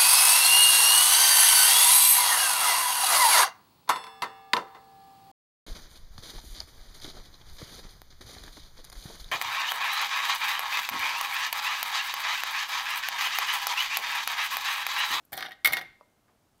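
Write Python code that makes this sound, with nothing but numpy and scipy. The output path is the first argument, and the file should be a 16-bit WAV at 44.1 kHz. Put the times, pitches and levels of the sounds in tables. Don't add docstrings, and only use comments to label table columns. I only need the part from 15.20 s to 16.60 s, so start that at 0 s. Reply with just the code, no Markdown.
import sys
import numpy as np
from scipy import signal
from scipy.fft import rfft, irfft
from scipy.io import wavfile

SR = 44100
rng = np.random.default_rng(int(sys.argv[2]) if len(sys.argv) > 2 else 0)


def voltage_ratio(decibels):
    exponent = np.asarray(decibels, float) / 20
    return 10 ** exponent


def dump_mix(stems):
    frames = np.atleast_2d(stems).T
    limited = np.clip(frames, -1, 1)
    pcm = np.round(limited * 32767).astype(np.int16)
    wavfile.write(sys.argv[1], SR, pcm)


N = 61739

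# pitch in Hz, level in dB, time to fade by 60 dB in seconds.
WALL_NOTES = [(1290, -9.5, .02), (1643, -1.5, 0.012), (1770, -7, .03), (1891.5, 0.5, 0.11),
              (2114, 3, 0.042), (2154, -3, 0.1), (2292, -10, .05), (2960, -6, .015), (3200, -11, .02),
              (3417, -3, 0.027), (3707, -3, 0.049), (3795, -5, .04), (4180, -3, .035), (4450, -8.5, .03)]
# pitch in Hz, level in dB,
# time to fade by 60 dB in seconds.
HOLLOW_NOTES = [(179, -12, 0.075), (383.4, -12, 0.1), (580, -19, .023), (761, 5, 0.078), (800, -2.5, 0.059),
                (905, -11.5, .02)]
FOCUS_OCT, FOCUS_DB = .2, 9
CONTACT_S = .0006


def rings(modes, length=.5):
    hz, db, t60 = np.array(modes, float).T[:, :, None]
    t = np.arange(int(length * SR)) / SR
    return voltage_ratio(db - 60 * t / np.maximum(t60, .002)) * np.sin(2 * np.pi * hz * t)


def burst(noise, decay_s):
    t = np.arange(len(noise)) / SR / decay_s
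    x = noise * t * np.exp(-t)
    return x / np.sqrt(np.sum(x ** 2))


def add(out, at_s, x):
    i = int(at_s * SR)
    out[i:i + len(x)] += x[:N - i]


def band(x, lo_hz, hi_hz):
    return signal.sosfilt(signal.butter(2, [lo_hz, min(hi_hz, .45 * SR)], "band", fs=SR, output="sos"), x)


def unit(x):
    return x / np.sqrt(np.mean(x ** 2))


def peak_unit(x):
    return x / np.abs(x).max()


def level_curve(points):
    t = np.arange(N) / SR
    return voltage_ratio(np.interp(t, *np.array(points).T, left=-140, right=-140))


def floor():
    # pitch in Hz, level in dB per Hz.
    hiss_colour = np.array([(15, -31), (25, -1.5), (212, -0.5), (463, -7.5), (677, -5.5), (1610, -13),
                            (1790, -16), (14800, -24), (16000, -26)])
    hz = np.maximum(np.arange(N // 2 + 1) * SR / N, 20)
    gain = voltage_ratio(np.interp(np.log(hz), np.log(hiss_colour[:, 0]), hiss_colour[:, 1]))
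    return voltage_ratio(-69) * unit(irfft(rfft(rng.standard_normal(N)) * gain, N))


def cracks():
    # start in seconds, level in dB, ring pitch in Hz, time to fade by 60 dB in seconds.
    ice_hits = [(0.05, -49, 12500, 0.019), (0.12, -39.5, 11950, 0.0095), (0.1282, -26, 12800, 0.021),
                (0.1362, -26, 14600, 0.015), (0.153, -39.5, 14400, 0.0069), (0.1675, -31.5, 14700, 0.0081),
                (0.174, -28, 12000, 0.021), (0.185, -37, 14400, 0.0084), (0.206, -37.5, 10240, 0.0064),
                (0.224, -36.5, 10200, 0.0033), (0.255, -52, 10800, 0.02), (0.2623, -46.5, 9800, 0.0064),
                (0.29, -49, 14200, 0.007), (0.3084, -52.5, 11700, 0.0039), (0.3183, -47.5, 13100, 0.014),
                (0.446, -13, 14100, 0.0033), (0.4559, -13, 12550, 0.011), (0.459, -17, 13600, 0.007),
                (0.4713, -12.5, 14300, 0.007), (0.5222, -24, 15000, 0.003), (0.5314, -17, 12700, 0.0025),
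                (0.5348, -20.5, 12900, 0.007), (0.5682, -23, 13100, 0.0056), (0.612, -41.5, 11870, 0.0077),
                (0.6196, -45, 12700, 0.01), (1.3793, -61.5, 9170, 0.008)]
    crack_s, crack_db = 0.0012, -2
    chip_s, chip_db = 0.0019, -3.5
    snap = 0.99
    longest_t60_s = .011
    out = np.zeros(N)
    for start_s, db, hz, t60 in ice_hits:
        t60 = min(t60, longest_t60_s)
        hit = burst(rng.standard_normal(800), crack_s)
        hit[int(crack_s * SR)] += snap
        notes = rings([(hz, 0, t60), (hz * .78, -9, t60), (hz * 0.97, -12, t60)], .05).sum(axis=0)
        crack = peak_unit(band(signal.fftconvolve(hit, notes), 7770, 18000))
        chips = band(burst(rng.standard_normal(800), chip_s), 8500, 16000)
        crack[:len(chips)] += voltage_ratio(chip_db) * peak_unit(chips)
        add(out, start_s, voltage_ratio(db + crack_db) * crack)
    return out


def table():
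    # time in seconds, level in dB.
    shaking = [
        [(.121, -37), (.17, -41.5), (.22, -49), (.33, -81)],
        [(.447, -40.5), (.49, -34.5), (.6, -47), (.72, -50)],
    ]
    level = sum(level_curve(points) for points in shaking)
    rumble = unit(band(rng.standard_normal(N), 39.0, 220))
    return voltage_ratio(-18.5) * band(level * rumble, 30, 300)


def rattle():
    # time in seconds, level in dB.
    settling = [
        [(.121, -50.5), (.16, -50), (.19, -40.5), (.27, -49.5), (.30, -65.5), (.34, -60.5)],
        [(.447, -29.5), (.49, -33.5), (.518, -44), (.53, -40.5), (.59, -40.5), (.64, -64.5)],
    ]
    # lowest Hz, highest Hz, level in dB.
    grain_bands = [(720, 2300, 0.5), (3090, 4500, -4.5), (4700, 6200, -9)]
    lean_hz = (1760, 2107)
    ticks_per_s, spread_db, size_cap = 1400, 0.5, 1.6
    rattle_db, hollow_db, grit_db, ice_db = -4.5, -4, 2, -9

    levels = [level_curve(points) for points in settling]
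    happens = rng.random(N) < ticks_per_s / SR
    size = voltage_ratio(spread_db * np.minimum(rng.exponential(size=N), size_cap))
    ticks = happens * size * rng.standard_normal(N)
    grains = signal.fftconvolve(ticks, burst(rng.standard_normal(200), 0.00081))[:N]

    def through(modes):
        return unit(signal.fftconvolve(ticks, rings(modes, 0.204).sum(axis=0))[:N])

    def leaning_wall(focus_hz):
        modes = []
        for hz, db, t60 in WALL_NOTES:
            distance = min(abs(np.log2(hz / focus_hz)) / FOCUS_OCT, 1.5)
            modes.append((hz, db - FOCUS_DB * (hz < 2600) * distance, t60))
        return modes

    wall = sum(level * through(leaning_wall(hz)) for level, hz in zip(levels, lean_hz))
    grit = 0
    for lo, hi, db in grain_bands:
        grit = grit + voltage_ratio(db) * unit(band(band(ticks, lo, hi), lo, hi))
    ice = unit(band(band(grains, 7600, 16000), 8450, 19000))
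    rest = voltage_ratio(hollow_db) * through(HOLLOW_NOTES) + voltage_ratio(grit_db) * unit(grit) + voltage_ratio(ice_db) * ice
    return voltage_ratio(rattle_db) * (wall + sum(levels) * rest)


def knocks():
    # start in seconds, level in dB,
    # hollow part in dB against the knock, brightest pitch in Hz, wall ring in dB.
    first_scoop = [(0.122, -45.5, -1, 1880, -7), (0.1291, -26.5, -10, 1780, -10),
                   (0.1364, -35.5, -11, 1700, -12), (0.143, -38, -1, 1850, -10.5),
                   (0.1644, -40.5, -8.5, 1740, -10.5), (0.176, -27.5, -6.5, 3320, -11.5),
                   (0.1934, -33, -20, 1600, -9.5), (0.2074, -28, -13.5, 1820, -8.5),
                   (0.2254, -20, -31, 1573, -5), (0.2304, -32.5, -20, 2170, -10.5),
                   (0.2508, -35.5, -5.5, 1870, -6), (0.2593, -28, -26.5, 1670, -13),
                   (0.2656, -28.5, -16.5, 1570, -11.5), (0.2844, -38.5, -4.5, 1770, -13),
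                   (0.2925, -49, -11.5, 2190, -13), (0.3087, -35, -19, 1900, -11),
                   (0.3182, -31.5, -23, 1850, -9), (0.3253, -39, -17, 1842, -11.5)]
    second_scoop = [(0.4474, -10, -44, 2220, -1.5), (0.451, -17, -43, 2150, -1.5),
                    (0.4566, -8, -43, 2040, 0.5), (0.4579, -17.5, -29, 3700, -0.5),
                    (0.4600, -17.5, -25.5, 2230, -5), (0.464, -20.5, -27.5, 2020, 0.5),
                    (0.4709, -28.5, -26, 2170, -0.5), (0.474, -17, -20, 3860, -5),
                    (0.5224, -26, -8.5, 1630, -8), (0.5254, -21, -39, 2223, -6.5),
                    (0.5332, -14, -25.5, 2150, -3), (0.5364, -17.5, -16.5, 2060, -9.5),
                    (0.5404, -42, -30, 1889, 4), (0.5687, -18.5, -22, 1820, -8.5),
                    (0.5744, -24, -12.5, 1880, -5.5), (0.5812, -29.5, -11.5, 1850, 7),
                    (0.612, -27.5, -18, 1840, -10), (0.6214, -47, -21, 2110, 7)]
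    # pitch in Hz, level in dB, time to fade by 60 dB in seconds.
    tongs_notes = [(2105, -26.5, .7), (2195, -26, 0.49), (2145, -25.5, .35), (2007, -34, .5),
                   (1880, -34.5, 0.41), (2060, -33.5, 0.31)]
    # pitch in Hz, level in dB.
    cube_colour = np.array([(1100, -7.5), (1600, 2), (2500, -5.5), (3400, 3.5), (4200, -6), (4800, -11.5),
                            (6000, -11)])
    knock_db, low_db, cube_db, tongs_db = -1.5, 6.5, -5, -11.5
    scuff, scatter_db, cube_t60_s, push_s = .25, 3, 0.039, 0.00017

    out, push = np.zeros(N), np.zeros(N)
    wall = rings(WALL_NOTES, .2)
    wall_hz = np.array(WALL_NOTES)[:, 0]
    hollow = rings(HOLLOW_NOTES, .2).sum(axis=0)
    for start_s, db, hollow_db, focus_hz, ring_db in list(first_scoop) + list(second_scoop):
        def near(hz):
            return FOCUS_DB * (np.exp(-(np.log2(hz / focus_hz) / FOCUS_OCT) ** 2) - 1)

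        chance = rng.standard_normal(len(wall_hz))
        spot = voltage_ratio(ring_db + near(wall_hz) + scatter_db * chance)
        cube_hz = 1150 + 400 * (np.arange(12) + rng.random(12))
        cube_level = cube_db + near(cube_hz) * .9 + np.interp(cube_hz, *cube_colour.T)
        cube = rings([(hz, level, cube_t60_s) for hz, level in zip(cube_hz, cube_level)], .2)
        hit = scuff * burst(rng.standard_normal(200), CONTACT_S)
        hit[int(CONTACT_S * SR)] += 1
        ringing = spot @ wall + np.sign(chance[:12]) @ cube
        body = band(band(signal.fftconvolve(hit, ringing), 1100, 8000), 950, 8000)
        low = signal.fftconvolve(burst(np.ones(200), push_s), hollow)
        knock = peak_unit(body) + voltage_ratio(hollow_db + low_db) * peak_unit(low)
        add(out, start_s, voltage_ratio(db + knock_db) * knock)
        add(push, start_s, voltage_ratio(db + tongs_db + ring_db) * hit)
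    return out + signal.fftconvolve(push, rings(tongs_notes, 0.85).sum(axis=0))[:N]


def pings():
    # start in seconds, level in dB, pitch in Hz.
    cube_notes = [(.1296, -30.5, 1776), (0.1298, -32.5, 3585), (.1295, -38, 5040), (0.142, -40.5, 1852),
                  (0.178, -33, 3348), (0.177, -36, 5717), (0.174, -37, 1820), (.181, -40.5, 3510),
                  (0.1934, -31.5, 1572), (.2075, -26.5, 1841), (0.209, -44.5, 4264), (.2205, -38.5, 3661),
                  (0.2273, -24.5, 1561), (.2258, -25, 2143), (0.2268, -34.5, 3790), (.2257, -41.5, 5050),
                  (.251, -31.5, 1529), (0.252, -34, 2972), (.2597, -34, 3758), (0.2617, -39, 2918),
                  (.4476, -12.5, 3499), (0.447, -19.5, 4210), (0.449, -23, 5512), (0.4491, -24, 1314),
                  (.457, -30, 1507), (.457, -22.5, 3693), (0.456, -17.5, 2918), (0.456, -24, 4900),
                  (0.473, -24.5, 1249), (.4742, -19.5, 3747), (0.491, -34, 4371), (0.5255, -39, 1540),
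                  (.5255, -34, 3499), (.5334, -22.5, 3618), (0.5314, -30, 2832), (0.543, -30, 3844),
                  (.5688, -28.5, 1420), (.4476, -25.5, 2830), (.474, -29.5, 2961), (.474, -29, 4400),
                  (0.5693, -28.5, 4716), (0.5697, -25, 2767), (.581, -27.5, 3553)]
    out = np.zeros(N)
    for start_s, db, hz in cube_notes:
        t60 = .017 * (2000 / hz) ** .3
        note = rings([(hz, db, t60)], .06)[0]
        fade_in = np.minimum(np.arange(len(note)) / (CONTACT_S * SR), 1)
        add(out, start_s, note * fade_in)
    return out


def clicks():
    # start in seconds, level in dB.
    edge_hits = [(0.1319, -30.5), (0.177, -26.5), (.2080, -28.5), (.2262, -27), (0.4466, -17.5),
                 (0.4581, -11), (0.4608, -17), (.4746, -12), (0.5267, -23.5), (0.5341, -17.5), (.5368, -24),
                 (.5694, -17)]
    out = np.zeros(N)
    for start_s, db in edge_hits:
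        out[int(start_s * SR)] = -3 * voltage_ratio(db)
    return band(out, 1070, 5194)


def room(x):
    # pitch in Hz, time to fade by 60 dB in seconds, level in dB.
    room_decay = [(155, .6, -2), (420, 0.26, -1), (756, .2, -11.5), (1400, .4, -11), (2340, 0.061, -15.5),
                  (3200, 0.47, -18), (5500, 0.31, -16), (8900, 0.072, -9.5), (14000, 0.17, -24)]
    gap_s = 0.0013
    t = np.arange(int(.8 * SR)) / SR
    tail = 0
    for hz, t60, db in room_decay:
        part = band(rng.standard_normal(len(t)), hz / 2.0, hz * 1.86)
        fade = voltage_ratio(db - 60 * t / t60) / np.sqrt(t60 * SR / 14)
        tail = tail + part * fade * (t > gap_s)
    return signal.fftconvolve(x, tail)[:N]


def tap_and_rustle():
    # pitch in Hz, level in dB, time to fade by 60 dB in seconds.
    tap_notes = [(607, -56.5, 0.028), (865.5, -65, 0.019), (987, -55, .021), (1137, -55, 0.019),
                 (2080, -65, .012), (2548, -69, .011), (3405, -69, 0.01), (4800, -60.5, 0.025)]
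    tap_s, bounce_s, bounce_db = .8103, 0.0159, -13
    rustle_s, rise_s, rustle_t60_s, rustle_hz, rustle_db = 1.078, 0.0036, 0.29, 694, -64
    tap = np.zeros(N)
    notes = rings(tap_notes, .2)
    add(tap, tap_s, signal.fftconvolve(burst(np.ones(200), .00006), notes.sum(axis=0)))
    add(tap, tap_s + bounce_s, voltage_ratio(bounce_db) * notes[0])
    t = np.maximum(np.arange(N) / SR - rustle_s, 0)
    swell = (1 - np.exp(-t / rise_s)) * voltage_ratio(rustle_db - 60 * t / rustle_t60_s)
    cloth = unit(band(rng.standard_normal(N), rustle_hz / 3, rustle_hz * 2))
    return band(tap, 449, 5600) + swell * cloth


def scene():
    ice = knocks() + pings() + clicks() + cracks() + rattle()
    late = tap_and_rustle()
    thin = signal.sosfilt(signal.butter(2, 290, "high", fs=SR, output="sos"), ice)
    ice = thin + voltage_ratio(-24) * (ice - thin)
    echo = room(ice + voltage_ratio(-4.5) * late)
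    return (ice + late + echo + table() + floor())[None]


def top_cut(x):
    return signal.sosfilt(signal.butter(12, 16640, fs=SR, output="sos"), x)


def record(dry):
    cut = signal.sosfilt(signal.ellip(8, .2, 70, 15500, fs=SR, output="sos"), dry)
    return top_cut(cut)


dry = scene()
out = record(dry)
dump_mix(out)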